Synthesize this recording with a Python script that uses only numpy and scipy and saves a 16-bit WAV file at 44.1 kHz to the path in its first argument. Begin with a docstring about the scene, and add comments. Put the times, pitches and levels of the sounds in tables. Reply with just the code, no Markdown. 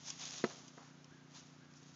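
"""An open pasture where two sheep butt heads: a few quick contacts ring the skulls in one short, low,
bony knock, which the field smears and a far tree line throws back. Close by, dry grass and clothing
rustle, feet scuff the turf and stalks snap. A distant bird whistles twice. Light wind hisses
throughout, over the faint fluttering buzz of a current switching in the camera's electronics."""
import sys
import numpy as np
from scipy import signal
from scipy.fft import rfft, irfft
from scipy.io import wavfile
from scipy.ndimage import uniform_filter1d

SR = 44100
rng = np.random.default_rng(int(sys.argv[2]) if len(sys.argv) > 2 else 0)


def to_wav(s):
    """Save 16-bit WAV."""
    ch = np.atleast_2d(s).T  # columns
    pcm = np.round(np.clip(ch, -1, 1) * 32767)  # PCM
    wavfile.write(sys.argv[1], SR, pcm.astype(np.int16))


N = 85995


def undb(db):
    """Decibels to amplitude."""
    return 10 ** (np.asarray(db) / 20)


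def unit(x):
    """Scale to rms 1."""
    return x / np.sqrt(np.mean(x ** 2))


def noise():
    """White noise, the length of the scene."""
    return rng.standard_normal(N)


def since(start):
    """Seconds since start, zero before it."""
    return np.maximum(np.arange(N) / SR - start, 0)


def fade(t, t60):
    """Exponential decay, 60 dB down at t60."""
    return np.exp(-np.log(1000) * t / t60)


def colour(x, points):
    """EQ x along a curve of (freq_hz, gain_db) points, then scale to rms 1."""
    hz, db = np.array(points, float).T
    bin_hz = np.maximum(np.arange(N // 2 + 1) * SR / N, 1)
    gain = undb(np.interp(np.log(bin_hz), np.log(hz), db))
    return unit(irfft(rfft(x) * gain, N))


def band(x, hz, q):
    """Two-pole band-pass, gain 1 at the centre."""
    return signal.lfilter(*signal.iirpeak(hz, q, fs=SR), x)


def drift(rate_hz):
    """Smooth random wander at rms 1."""
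    hold = int(SR / rate_hz)
    steps = np.repeat(noise()[:N // hold + 1], hold)
    return unit(uniform_filter1d(uniform_filter1d(steps, hold), hold)[:N])


def noise_bursts(rows, q):
    """Bursts of band-passed noise, each with a linear attack and an exponential tail."""
    out = 0
    for start, db, attack, t60, hz in rows:
        envelope = np.minimum(since(start) / attack, 1) * fade(since(start + attack), t60)
        texture = unit(band(band(noise(), hz, q), hz, q))
        out = out + undb(db) * envelope * texture
    return out


def wind():
    """A soft, steady bed of air over the field, with very slight gusts."""
    # tone of the wind: freq_hz, gain_db
    air_eq = [(25, -19), (50, -6), (80, 0), (140, 6.5), (260, 4.5), (450, -1), (800, -2.5), (1400, -1.5),
              (2200, -7), (4000, -11), (6500, -14.5), (7400, -24.5)]
    level_db, gust_db = -65.5, .3
    return undb(level_db + gust_db * drift(rate_hz=3.6)) * colour(noise(), air_eq)


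def electronics_buzz():
    """A current in the camera switches on and off; both edges make a soft low pulse."""
    # partials of the buzz: harmonic_number, relative_db
    partials = [(3, -15.5), (4, -13), (5, 1), (6, -4.5), (7, -14.5), (8, -6.5), (9, -1.5), (10, -13.5),
                (11, -13), (12, -10.5), (13, -19), (14, -40.5)]
    rate_hz, switch_on_s, duty = 29.48, .0287, .283
    level_db, off_edge_strength = -63, .99
    cycle_phase = 2 * np.pi * rate_hz * (np.arange(N) / SR - switch_on_s)
    out = 0
    for harmonic, db in partials:
        # the two opposite edges set each partial's phase
        edges = 1 - off_edge_strength * np.exp(-2j * np.pi * harmonic * duty)
        out = out + undb(level_db + db) * np.sin(harmonic * cycle_phase + np.angle(edges))
    return out


def rustle():
    """Grass and clothing rub: dense tiny clicks and hiss that swell with each movement."""
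    # swells of movement: time_s, level_db
    swells = [(0, -59), (0.065, -53.5), (.088, -47), (0.097, -51.5), (.112, -47.5), (.12, -51),
              (0.185, -55), (.21, -45), (.243, -45), (0.274, -47.5), (0.335, -49.5), (.38, -46.5),
              (.425, -52), (.51, -54), (0.562, -56.5), (0.727, -64.5), (.868, -64.5), (.97, -72),
              (1.1, -71.5), (1.29, -74), (1.33, -64), (1.357, -55.5), (1.378, -54.5), (1.411, -62),
              (1.52, -68), (1.68, -73.5), (1.764, -67.5), (1.83, -66.5), (1.95, -64)]
    # tone of the rubbing: freq_hz, gain_db
    rub_eq = [(100, -10.5), (350, -11.5), (800, -4), (1400, -6), (2200, -5.5), (3500, 0), (4400, -2),
              (5200, 0.5), (6700, 4), (7300, -10), (9000, -10)]
    grains_per_s, grain_spread_db, grain_share = 2500, 3.5, .57
    trim_db, flicker_db = -1, 1.0
    clicks = (rng.random(N) < grains_per_s / SR) * np.sign(noise())
    grains = clicks * undb(grain_spread_db * np.minimum(rng.exponential(size=N), 4))
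    rub = np.sqrt(grain_share) * unit(grains) + np.sqrt(1 - grain_share) * noise()
    swell_db = np.interp(since(0), *np.array(swells).T)
    return undb(trim_db + swell_db + flicker_db * drift(rate_hz=90)) * colour(rub, rub_eq)


def footwork():
    """Feet shift on soft turf and brush the grass."""
    # dull scuffs and treads: start_s, level_db, attack_s, t60_s, centre_hz
    scuffs = [(.2, -61, 0.014, 0.13, 870), (.607, -60, 0.01, 0.13, 187), (1.106, -55, .004, 0.027, 155),
              (1.335, -64, 0.02, .2, 1040), (1.423, -60.5, 0.0038, 0.033, 900)]
    # light brushes of dry grass: start_s, level_db, attack_s, t60_s, centre_hz
    brushes = [(.035, -49, 0.063, 0.058, 5800), (.198, -53.5, 0.022, 0.31, 3660),
               (1.34, -61.5, 0.032, 0.071, 3930), (1.75, -63.5, 0.023, .13, 5800)]
    return noise_bursts(scuffs, q=1.26) + noise_bursts(brushes, q=3.6)


def stalk_snaps():
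    """Dry stalks break in short, bright bursts."""
    # breaking stalks: start_s, level_db, length_s
    snaps = [(0.102, -34.5, 0.0047), (0.2537, -39, 0.0039), (0.308, -39.5, 0.0016), (0.382, -43, .004),
             (.4983, -48, 0.0041), (0.568, -43.5, 0.00076), (.679, -54.5, 0.012), (1.044, -54, 0.0036),
             (1.108, -63, .003), (1.737, -58, 0.0046)]
    # tone of a snap: freq_hz, gain_db
    snap_eq = [(500, -17.5), (1800, -18), (2600, -0.5), (4000, -8.5), (5000, 2.5), (6600, 2.5),
               (7100, -8.5), (8000, -5.5)]
    gate = 0
    for start, db, length in snaps:
        t = since(start)
        gate = gate + undb(db) * (t > 0) * np.exp(-(t / length) ** 4)  # holds, then shuts fast
    return gate * colour(noise(), snap_eq)


def head_knock():
    """Quick contacts, soft and hard, ring the skulls; a brief crack rides on top."""
    # pushes of skull on skull: start_s, gain_db, centre_hz, q
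    contacts = [(.44007, -13.5, 571, 2.4), (.44018, -35, 1610, .5), (.44351, -18.3, 1707, 4.1),
                (.44568, -12.6, 1064, 4), (.45309, -33.6, 305, 2.1)]
    # ringing modes of the heads: pitch_hz, relative_db, t60_s
    skull_modes = [(228, -6.5, .066), (260, -3.6, .08), (358, -2.5, .033), (443, -13.2, .08),
                   (674, -18.5, .075), (1008, -22.3, .027), (1320, -26.5, .065), (1526, -14.2, .016),
                   (1847, -3.6, .002), (2033, -11.6, .021), (2509, -13.5, .027), (4220, 3.8, .004)]
    # tone of the crack: freq_hz, gain_db
    crack_eq = [(150, -15), (600, 4), (2200, 3.5), (3100, 1.5), (4300, 1), (5600, -4.5), (7000, -4),
                (9000, -36)]
    ring_trim_db, crack_db, crack_t60_s = -.4, -43.5, .082
    body = 0
    for start, gain_db, centre_hz, q in contacts:
        t = since(start)
        ring = sum(undb(db) * np.sin(2 * np.pi * hz * t) * fade(t, t60) for hz, db, t60 in skull_modes)
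        body = body + undb(ring_trim_db + gain_db) * band(ring, centre_hz, q)
    t = since(contacts[0][0])
    crack = undb(crack_db) * colour(noise(), crack_eq) * (t > 0) * fade(t, crack_t60_s)
    return body + crack


def field_echoes(knock):
    """Ground and slope scatter a dull tail; far trees return one thin slapback of the knock."""
    # washes of scattered sound: start_s, level_db, attack_s, t60_s, centre_hz
    scatter = [(.452, -51, 0.005, 0.33, 468), (.494, -53, 0.013, .11, 1230), (.52, -64, 0.029, 0.64, 746),
               (.78, -62, 0.013, 0.59, 870)]
    trees_delay_s, trees_gain_db = .3372, -18
    delayed = np.interp(np.arange(N) - trees_delay_s * SR, np.arange(N), knock, left=0)
    slapback = undb(trees_gain_db) * band(delayed, hz=1050, q=1.2)
    return noise_bursts(scatter, q=.95) + slapback


def distant_bird():
    """Two whistles that rise and sag, blurred by distance."""
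    # far calls: start_s, level_db
    calls = [(1.105, -66), (1.607, -67)]
    # contour of one call: elapsed_s, pitch_hz, relative_db
    contour = [(0, 1400, -5), (.018, 1628, 1), (.045, 1672, -3), (.07, 1617, -8), (.1, 1610, -7),
               (.16, 1580, -19)]
    elapsed_s, pitch_hz, relative_db = np.array(contour, float).T
    waver = .0199  # fraction of the pitch; this fast jitter is the blur
    out = 0
    for start, level_db in calls:
        t = since(start)
        pitch = np.interp(t, elapsed_s, pitch_hz) * (1 + waver * drift(rate_hz=400))
        gate = (t > 0) * (t < elapsed_s[-1])
        envelope = undb(level_db + np.interp(t, elapsed_s, relative_db)) * gate
        out = out + envelope * np.sin(2 * np.pi * np.cumsum(pitch) / SR)
    return out


def scene():
    """The knock, its echoes, the close movement and the ambience, mixed to mono."""
    knock = head_knock()
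    action = knock + field_echoes(knock) + footwork() + rustle() + stalk_snaps()
    return (action + wind() + distant_bird() + electronics_buzz())[None]


def record(dry):
    """The camera thins the deep bass and cuts the top."""
    low_cut_hz, high_cut_hz = 86, 7350
    low_cut = signal.butter(3, low_cut_hz, "high", fs=SR, output="sos")
    high_cut = signal.ellip(8, .3, 60, high_cut_hz, fs=SR, output="sos")
    return signal.sosfilt(high_cut, signal.sosfilt(low_cut, dry))


dry = scene()
out = record(dry)
to_wav(out)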